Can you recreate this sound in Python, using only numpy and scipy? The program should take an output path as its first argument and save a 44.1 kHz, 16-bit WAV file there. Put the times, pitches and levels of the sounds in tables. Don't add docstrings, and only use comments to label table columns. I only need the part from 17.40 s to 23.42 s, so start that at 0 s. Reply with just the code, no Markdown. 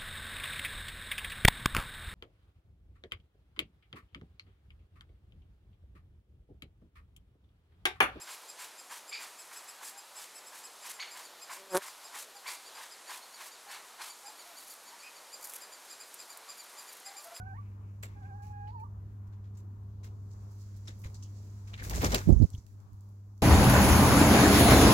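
import sys
import numpy as np
from scipy import signal
from scipy.fft import rfft, irfft
from scipy.io import wavfile
from scipy.ndimage import uniform_filter1d

SR = 44100
rng = np.random.default_rng(int(sys.argv[2]) if len(sys.argv) > 2 else 0)


def rack_gain(trim_db):
    fader = np.asarray(trim_db, float)
    return 10 ** (fader / 20)


def dump(signal):
    limited = np.clip(np.atleast_2d(signal).T, -1, 1)
    pcm = np.round(limited * 32767).astype(np.int16)
    wavfile.write(sys.argv[1], SR, pcm)


N = 265482
T = np.arange(N) / SR
HZ = np.fft.rfftfreq(N, 1 / SR)

# (frequency [Hz], level [dB per Hz])
FEATHER = [(120, -33), (200, -0.5), (232, -7.5), (289, -4.5), (322, -7), (659, -12), (763, -13),
           (1560, -20), (2090, -19.5), (2910, -26.5), (3690, -25), (4520, -22), (7140, -19.5), (8740, -27),
           (16000, -22)]
EDGES_HZ = (200, 1300, 4000, 8200, 16500)
# (frequency [Hz], level [dB per Hz])
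EDDY = [(25, -44.5), (45, 1), (60, 2.5), (100, -6.5), (180, -7.5), (300, -15.5), (600, -30), (1000, -46),
        (1600, -68.5)]
# (frequency [Hz], likeness [0..1])
NEAR_LIKE = [(200, .97), (700, .9), (1200, .75), (2600, .55), (3500, .2), (16000, .1)]
NEAR_LAG_S = .00031

TRILL_START_S, TRILL_END_S, TRILL_FADE_S = .765, 1.12, .22
TRILL_HZ, TRILL_SLOWS_HZ_PER_S = 14.17, 18.4
TRILL_SWING_HZ, TRILL_DIP_DB = 28, 6


def read(table, low=None):
    s, *columns = np.transpose(table)
    return [uniform_filter1d(np.interp(T, s, c, low, low), size=200) for c in columns]


def on_hz(table):
    hz, value = np.transpose(table)
    return np.interp(np.log(HZ + 1), np.log(hz), value)


def edge(hz):
    return 1 / (1 + (HZ / hz) ** 12)


def noise(gain, like=0., lag_s=0.):
    mid, side = rfft(rng.standard_normal((2, N)))
    mid = mid * np.sqrt(1 + like)
    side = side * np.sqrt(1 - like)
    late = np.exp(-2j * np.pi * HZ * lag_s)
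    x = irfft(gain * np.array([mid + side, (mid - side) * late]), N)
    return x / np.sqrt(np.mean(x ** 2))


def walk(rate):
    k = int(SR / rate)
    held = np.repeat(rng.standard_normal(N // k + 1), k)
    return 1.03 * uniform_filter1d(uniform_filter1d(held, k), k)[:N]


def sides(pan_db):
    return rack_gain(np.array([pan_db, -pan_db]) / 2)


def yard():
    # (frequency [Hz], level [dB per Hz])
    colour = [(15, -33), (30, -22.5), (45, -13.5), (70, -6.5), (120, -17), (200, -22.5), (400, -32.5),
              (600, -36.5), (780, -36), (1000, -33.5), (1500, -43), (2300, -55.5), (4000, -59),
              (8000, -67.5)]
    # (frequency [Hz], likeness [-1..1])
    likeness = [(60, 0.95), (130, 0.92), (290, 0.84), (640, 0.0078), (1410, -0.37), (3100, 0.011),
                (6820, -0.15), (15000, -0.068)]
    # (frequency [Hz], left minus right [dB])
    pan = [(60, -0.5), (110, 3), (200, 0.5), (380, 1.5), (700, 2.5), (1290, 6), (2380, 4), (4400, -1),
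           (8120, -3), (15000, -8)]
    spectra = rfft(noise(rack_gain(on_hz(colour)), np.clip(on_hz(likeness), -.99, .99)))
    spectra = spectra * sides(on_hz(pan))
    out, below, together = 0, 0, walk(0.85)
    for hz in 45 * 2. ** np.arange(10):
        band = irfft(spectra * (edge(hz) - below), N)
        out = out + band * rack_gain(0.84 * together + 2.8 * walk(8))
        below = edge(hz)
    return rack_gain(-49) * out


def hum():
    # (frequency [Hz], rms level [dB])
    harmonics = [(100., -42), (200., -61.5), (300., -72.5), (400., -73), (600., -88)]
    out = 0
    for hz, db in harmonics:
        order = hz / 100
        level = np.sqrt(2) * rack_gain(db + 0.36 * order * walk(5.5))
        out = out + level * np.sin(2 * np.pi * hz * T + 0.38 * order * walk(13))
    return out


def trill():
    t = np.maximum(T - TRILL_START_S, 0)
    reach = np.clip(t / 0.027, 0, 1) * np.clip((TRILL_END_S - T) / 0.1, 0, 1)
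    wobble = -reach * np.cos(2 * np.pi * (TRILL_HZ * t - TRILL_SLOWS_HZ_PER_S / 2 * t ** 2))
    return wobble, np.exp(-np.maximum(t - .07, 0) / TRILL_FADE_S)


def warble(table, pan_db, closes, knee_hz, second_db, third_db):
    rest_hz, fifth_hz, shuts_db_per_hz = 782, 885, 1.1
    wobble, fade = trill()
    pitch, effort_db = read(table)[0], read(table, low=-150)[1]
    pitch = pitch + TRILL_SWING_HZ * wobble * fade
    held = (T > 1.125) & (T < 1.285)
    shake = np.where(held, .4, 1)
    hz = pitch * (1 + shake * (.004 * walk(45) + .012 * walk(300)))
    phase = 2 * np.pi * np.cumsum(hz) / SR

    first = effort_db - TRILL_DIP_DB * np.maximum(wobble, 0) ** 4
    climb = closes * (pitch - rest_hz)
    second = first + second_db - climb - np.clip(shuts_db_per_hz * (pitch - knee_hz), 0, 17)
    third = first + third_db - climb / 2 + 6 * held
    fifth = first + third_db - 5 - np.abs(fifth_hz - pitch) / 6
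    voice = 0
    for k, (order, db) in enumerate(zip((1, 2, 3, 5), (first, second, third, fifth))):
        level = np.sqrt(2) * rack_gain(db + shake * (3 + .7 * k) * walk(60))
        jitter = .2 * min(k, 2) ** 3 * shake * walk(150)
        voice = voice + level * np.sin(order * phase + jitter)
    voice = voice + rack_gain(-14) * np.roll(voice, int(.021 * SR))
    return sides(pan_db)[:, None] * np.array([np.roll(voice, int(0.00039 * SR)), voice])


def hen():
    # (time [s], pitch [Hz], effort [dB])
    short = [(0, 723, -48.5), (.05, 760, -57), (.075, 780, -48.5), (.135, 767, -50), (.148, 880, -55),
             (.166, 945, -53.5), (.176, 1090, -57), (.19, 1174, -51.5), (.235, 1124, -77)]
    body = [(.7, 908, -58), (.735, 896, -78), (.772, 803, -58), (.86, 795, -54.5), (1.04, 823, -53),
            (1.11, 845, -49), (1.14, 822, -50), (1.25, 820, -49)]
    flourish = [(1.29, 843, -46), (1.315, 916, -51.5), (1.337, 1010, -56), (1.36, 928, -50),
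                (1.39, 872, -45.5), (1.42, 874, -47.5), (1.44, 952, -43.5), (1.452, 960, -80)]
    end = [(1.43, 1162, -92), (1.442, 1183, -63), (1.463, 1171, -61), (1.472, 930, -65), (1.49, 884, -98)]
    out = warble(short, -6.5, closes=.028, knee_hz=1130, second_db=-4, third_db=-38)
    out = out + warble(body + flourish, -5, closes=.09, knee_hz=826, second_db=-8, third_db=-36)
    return out + warble(end, -18.5, closes=.07, knee_hz=900, second_db=-8, third_db=-35)


def bursts(table, rise_s, t60, tail_db):
    band_decay = np.reshape((1., .85, .72), (3, 1, 1))
    power = np.zeros((3, 2, N))
    for s, db, mid_db, top_db, pan_db in table:
        at = int(s * SR)
        t = T[:min(N - at, SR // 2)]
        fall = 1e-6 ** (t / max(t60, .01) / band_decay)
        tail = rack_gain(2 * tail_db) * 1e-6 ** (t / .45)
        shape = (1 - np.exp(-t / rise_s)) ** 2 * (fall + tail)
        peak = rack_gain(2 * (db - 6.0 + np.array([mid_db, 0, top_db])))
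        power[:, :, at:at + len(t)] += np.outer(peak, sides(2 * pan_db))[:, :, None] * shape
    return power


def plumage():
    # (time [s], peak at 4-8 kHz [dB], 1.3-4 kHz relative [dB],
    # above 8 kHz relative [dB], left minus right [dB])
    rustles = [(0.626, -47.5, 5.5, 4, -5), (0.822, -67, 6, -35, 4), (1.2731, -68, 12.5, -2, -1),
               (1.3932, -63.5, -8, 5.5, -3), (1.8688, -69, -4, 1, -5), (1.9237, -65, 4.5, -10, 1),
               (2.0378, -66, 5, -24, -2), (2.1475, -60.5, -7, -15, -2), (2.17, -54, -5.5, -0.5, -2),
               (2.631, -49, 0.5, -12, 2), (2.639, -54, -3.5, 0, -1.5), (3.3608, -64, -23, 0.5, -19),
               (3.472, -42.5, -2, -29, 1.5), (3.6386, -49, 3, -14, 0.5), (3.745, -46, -16, -17, -2),
               (3.826, -48.5, -25, -12, -3), (4.333, -51, 9.5, -10, 2), (4.495, -36.5, 2.5, 2, 0.5),
               (4.664, -38, -3, -6.5, 0.5), (4.719, -31.5, 2, -8.5, -1.5), (4.743, -24.5, -2, -8, -2),
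               (5.05, -59, -14, -8, 0), (5.129, -55, -8, -10.5, 1.5), (5.176, -53.5, -15, -15, -2)]
    swishes = [(3.45, -57, -8, -15, 0), (3.612, -55.5, -18, 0, -3), (4.27, -52.5, 1, -8, 0),
               (4.375, -47.5, 10.5, -16, .5), (4.425, -35, -2, 1, 1.5), (4.54, -33.5, 0, -1.5, 2),
               (4.605, -35.5, 8, 0.5, -1), (4.635, -27.5, 1.5, -1, 0.5), (4.795, -46.5, 4.5, -8, 5),
               (4.85, -54, 3, -8, 0), (4.97, -60, -12, -1, 0)]
    preens = [(1.02, -55.5, -10, -1, 0), (2.9, -57.5, -17, -12, -3), (3.1, -58.5, -23, 1, -6),
              (3.18, -56, -22, -8, -5), (3.585, -62, -20, 10.5, -8.5), (3.645, -59, -3, -1.5, -3),
              (3.94, -55.5, -13, -23, -5)]
    ticks = [(0.6334, -48.5, 12.5, -3, 9), (3.4814, -45, -8, -5, -8), (3.6601, -50.5, -15, -17, -4),
             (4.4972, -31.5, -17, 3, -2.5), (4.6154, -35.5, -6.5, -8, 2.5),
             (4.6443, -20.5, -3.5, -19.5, 2.5), (4.7183, -30.5, -1, -4, 0), (4.7457, -21, -3, 1, -1),
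             (4.4409, -39, -13, -8, -2), (4.5322, -38, 5, -12, 0), (4.5581, -35, -17, -12, 2),
             (3.7435, -44, -14, -10, 2), (3.8235, -50, -15, -14, -3), (2.644, -50, 1, -6, 0),
             (2.652, -52.5, -4, -3, 0), (3.617, -54.5, -18, 0, -3), (3.751, -51, -4, -8, 0),
             (3.834, -50.5, -14, -10, -3), (3.86, -54, -14, -12, -3), (4.509, -35.5, -3, -2, 0),
             (4.449, -40.5, -1, -6, 0), (4.564, -35, -10, -8, 1), (4.753, -28.5, -1, -8, 0),
             (4.812, -44, 4, -8, 2)]
    specks = [(4.9255, -38, -16, -20, 0), (5.0235, -39, -13, -8, -3), (5.1025, -47.5, -22, 1, -5),
              (5.149, -48, -5, 0, -5), (5.2655, -48.5, -5.5, 0.5, -3.5), (5.328, -63, -15, 5, -6),
              (5.402, -57, -8, 0, -10), (5.5318, -61, -10, 7, -9), (5.608, -54, -23.5, 2, -8),
              (5.6894, -65, -14.5, 9, -8), (5.9783, -56, -17, -1, -8)]
    # (time [s], brushing plumage [dB])
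    stir = [(0.0, -83), (0.37, -85.5), (0.8, -81), (1.78, -89), (2.58, -85), (3.14, -73), (3.86, -72.5),
            (4.12, -71.5), (4.34, -71.5), (4.58, -50), (4.66, -49.5), (4.81, -64), (5.06, -69), (5.18, -77),
            (5.37, -81.5), (6.02, -82)]

    strokes = bursts(rustles, 0.0045, 0.17, -20.5) + bursts(swishes, 0.011, 0.25, -10.5)
    strokes = strokes + bursts(preens, 0.01584, 0.39, -21)
    grit = np.repeat(np.minimum(rng.exponential(size=N // 32 + 1), 4), 32)[:N] - 1.8
    strokes = strokes * rack_gain(2 * (1.4 * walk(500) + 2 * walk(120) + 1.7 * walk(45) + 2.55 * grit))
    chips = bursts(ticks, 0.0007, 0.03, -22.5) + bursts(specks, 0.0004, 0.0097, -20)
    band_db = np.array([[-7], [0], [-6]])
    brushing = rack_gain(2 * (read(stir)[0] + band_db + 0.99 * walk(26) + 0.67 * walk(190)))
    power = strokes + chips + brushing[:, None] * sides(-7.0)[:, None]

    colour, like = rack_gain(on_hz(FEATHER)), on_hz(NEAR_LIKE)
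    out = 0
    for p, lo, hi in zip(power, EDGES_HZ[1:], EDGES_HZ[2:]):
        out = out + np.sqrt(p) * noise(colour * np.sqrt(edge(hi) - edge(lo)), like, NEAR_LAG_S)
    return out


def rings():
    # (time [s], level [dB], frequency [Hz], t60 [s])
    resonances = [(.03, -75, 2300, .9), (.2, -73, 2300, 1.7), (.4, -75, 2400, 2.5), (.626, -47, 7500, .11),
                  (.628, -54, 13500, .069), (.63, -52, 2100, .1), (.631, -51, 480, .14),
                  (.7, -71, 2200, .9), (.84, -69, 2280, .3), (1.02, -70, 2400, .5), (.16, -69, 2000, .25),
                  (1.275, -70, 4450, .3), (2.172, -62, 7300, .1), (3.477, -53, 3600, .12),
                  (3.473, -54, 5400, .05), (3.645, -60, 4000, .08), (3.478, -58, 1740, .19),
                  (3.48, -51, 310, .17), (3.637, -55, 2180, .1), (3.643, -59, 1220, .12),
                  (3.65, -54, 320, .2), (3.744, -60, 4400, .1), (3.744, -57, 7400, .08),
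                  (3.823, -55, 6100, .12), (3.823, -60, 3000, .04), (3.84, -66, 3000, .15),
                  (4.335, -48, 2500, .07), (4.338, -45, 3700, .04), (4.387, -46, 1900, .05),
                  (4.397, -43, 2000, .05), (4.421, -43, 1700, .045), (4.446, -46, 1800, .06),
                  (4.534, -43, 1800, .06), (4.534, -40, 480, .06), (4.572, -39, 480, .12),
                  (4.6205, -32, 13000, .012), (4.627, -35, 480, .1), (4.643, -35, 600, .05),
                  (4.659, -33, 420, .09), (4.727, -30, 400, .08), (4.744, -28, 520, .09),
                  (4.744, -36, 1050, .06), (4.63, -41, 1050, .2), (4.79, -47, 1400, .2),
                  (4.743, -32, 4500, .066), (4.744, -34, 2600, .096), (4.925, -45, 6700, .026),
                  (5.176, -61, 6000, .1), (4.98, -65, 6500, .3), (5.022, -54, 4300, .07),
                  (5.128, -60, 5900, .1), (5.134, -63, 3400, .06), (5.148, -53, 3300, .03)]
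    out = np.zeros((2, N))
    scrape = rng.standard_normal((len(resonances), 2, SR // 4))
    t = T[:SR // 4]
    for (s, db, hz, t60), x in zip(resonances, scrape):
        width = min(460 * (hz / 1000) ** 0.337, 1.5 * hz)
        sos = signal.butter(2, [hz - width / 2, hz + width / 2], "band", fs=SR, output="sos")
        stroke = (1 - np.exp(-t / (0.016 * t60))) * 0.0013 ** (t / t60)
        stroke = stroke * np.cos(np.pi / 2 * t / t[-1])
        like = np.interp(hz, *np.transpose(NEAR_LIKE))
        right = like * np.roll(x[0], int(NEAR_LAG_S * SR)) + np.sqrt(1 - like ** 2) * x[1]
        ring = signal.sosfilt(sos, np.array([x[0], right]) * stroke)
        out[:, int(s * SR):int(s * SR) + len(t)] += rack_gain(db) * np.sqrt(SR / 2 / width) * ring
    return out * rack_gain(2.3 * walk(300))


def knocks(table):
    out = np.zeros(N)
    for s, db, hz, t60 in table:
        at = slice(int(s * SR) + 1, int((s + 2 * t60) * SR) + 2)
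        t = T[at] - s
        push = np.sin(2 * np.pi * hz * t) * (1 - np.exp(-t * abs(hz) * 6))
        out[at] += rack_gain(db) * 2.6 * push * 0.00026 ** (t / t60)
    return out


def steps():
    # (time [s], peak [dB], frequency [Hz], t60 [s]); a foot on the ground
    feet = [
        (3.656, -32.5, 77.5, 0.056),
        (5.141, -33.5, 91, 0.1),
        (5.181, -38, 72.5, 0.088),
    ]
    quills = [(.634, -59, 2100, 0.0055), (3.482, -45.5, 3720, 0.011), (4.341, -40.5, 2950, 0.0076),
              (4.497, -27, 4960, 0.00081), (4.56, -32.5, 7750, 0.0029), (4.666, -29, 5070, 0.0028),
              (4.719, -42, 4050, 0.0023), (4.645, -35, 6500, .002), (4.498, -31.5, 16000, .002),
              (5.103, -48, 7700, .003), (1.274, -69, 2000, .05), (1.4, -66, 2350, .06),
              (1.273, -67, 2970, .05), (4.3885, -52, 1850, .01), (4.7185, -38, 5900, .003),
              (4.3985, -50, 1950, .012), (4.7458, -30, 1500, .006)]
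    clap = [(4.7443, -23, 3730, .003), (4.7461, -14.5, 3850, .002), (4.7476, -20, 3000, .0025),
            (4.7462, -21, 11600, .0015), (4.7466, -24, 15200, .0015)]
    snaps = knocks(quills + clap)
    return knocks(feet) + np.array([snaps, np.roll(snaps, int(0.00026 * SR))])


def swell(s, db, rise, fall):
    return db - rise * np.maximum(s - T, 0) - fall * np.maximum(T - s, 0)


def wings():
    # (time [s], thump [dB], whoosh relative [dB])
    beats = [(4.33, -61, 3), (4.42, -43.5, -9), (4.47, -48, -1), (4.521, -38.5, -5.5), (4.568, -32, -6.5),
             (4.645, -28.5, -2.5), (4.69, -29.5, -17.5), (4.744, -34.5, 4.5), (4.86, -51, -6)]
    shove = np.sqrt(sum(rack_gain(2 * swell(s, db, 135, 143)) for s, db, _ in beats))
    sweep = np.sqrt(sum(rack_gain(2 * swell(s, db + rel_db, 410, 300)) for s, db, rel_db in beats))
    thump = noise(rack_gain(on_hz(EDDY)) * edge(171), 0.94)
    low_band = np.sqrt(edge(EDGES_HZ[1]) - edge(EDGES_HZ[0]))
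    whoosh = noise(rack_gain(on_hz(FEATHER)) * low_band, on_hz(NEAR_LIKE), NEAR_LAG_S)
    return shove * thump + sweep * rack_gain(2 * walk(60)) * sides(2.6)[:, None] * whoosh


def puffs():
    # (time [s], length [s], right [dB], left [dB])
    table = [
        (4.892, .115, -18.5, -32),
        (5.018, .038, -22.5, -52),
        (5.335, .07, -52, -58),
        (5.51, .04, -52, -56),
    ]
    ports = []
    for s, length, right_db, left_db in table:
        stop = swell(s + length, 0, 0, 3000)
        ports.append([swell(s, left_db, 330, 200) + stop, swell(s, right_db, 700, 150) + stop])
    return np.max(ports, axis=0)


def gust():
    # (time [s], peak [dB], frequency [Hz], t60 [s]); negative Hz sucks first
    buffets = [(4.8745, -13.5, 162, 0.025), (4.8805, -12, 167, 0.022), (4.892, -7, 141, 0.02),
               (4.9025, 7, 91, 0.014), (4.9205, -12, 170, 0.017), (4.9235, -2, 65, 0.061),
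               (4.961, -10, 56, 0.084), (5.0005, -7.5, 113, 0.024), (5.012, -1.5, -99, 0.016),
               (5.018, -5, 98, 0.022), (5.026, -2.5, 77, 0.032), (5.038, 1.5, 55, 0.026)]
    # (frequency [Hz], level [dB per Hz])
    roar_colour = [(120, -42.5), (200, 1), (400, -6.5), (700, -23), (1100, -38.5), (1700, -56)]
    db = puffs()
    eddies = rack_gain(db + 2.5 * walk(50)) * noise(rack_gain(on_hz(EDDY)) * edge(260))
    roar = rack_gain(1.5 * db + 8.5 + 2 * walk(90)) * noise(rack_gain(on_hz(roar_colour)))
    blows = rfft(knocks(buffets)) / (1 + (HZ / 450) ** 4) / (1 + (38 / (HZ + 1)) ** 4)
    blows = irfft(blows, N)
    flare = 0.5 + 3.0 * uniform_filter1d(np.abs(np.gradient(blows)) * SR / 700, size=260)
    return eddies + roar * np.array([np.ones(N), flare]) + np.outer([0, 1], blows)


def scene():
    # (time [s], gain [dB])
    gain = [(4.75, -2), (4.95, 1.5), (5.06, -3), (5.25, -6.5), (5.5, -5), (6.02, -6)]
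    gain_db = read(gain)[0]
    ground = yard() * rack_gain(1.7 * gain_db) + hum() * rack_gain(gain_db)
    return ground + hen() + plumage() + rings() + wings() + steps() + gust()


def band_limit(x):
    return signal.sosfilt(signal.butter(12, 15950, fs=SR, output="sos"), x)


def record(dry):
    # (frequency [Hz], level [dB per Hz])
    hiss_colour = [(1000, -7.5), (3000, -6.5), (5000, -5), (7000, 1.5), (8300, -7), (9500, -4),
                   (13000, 5.5), (16000, 0)]
    # (start [s], end [s], left [dB], right [dB])
    bass_cut = [(5.06, 5.115, -2, -28), (5.195, 5.245, -10, -6), (5.25, 5.322, -2, -11),
                (5.413, 5.462, -1, -14), (5.47, 5.525, -16, -5)]
    hiss = noise(rack_gain(on_hz(hiss_colour)) * (1 - edge(900)))
    x = dry + rack_gain(-84.5) * sides(-2.7)[:, None] * hiss
    cut_db = sum(np.outer([left_db, right_db], (T > a) & (T < b)) for a, b, left_db, right_db in bass_cut)
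    shut = np.sqrt(1 - uniform_filter1d(rack_gain(cut_db), size=180))
    x = x - shut * irfft(rfft(x * shut) * edge(210), N)
    x = np.tanh(x * .8) / .8
    x = signal.sosfilt(signal.ellip(6, .3, 30, 15950, fs=SR, output="sos"), x)
    return band_limit(x)


dry = scene()
out = record(dry)
dump(out)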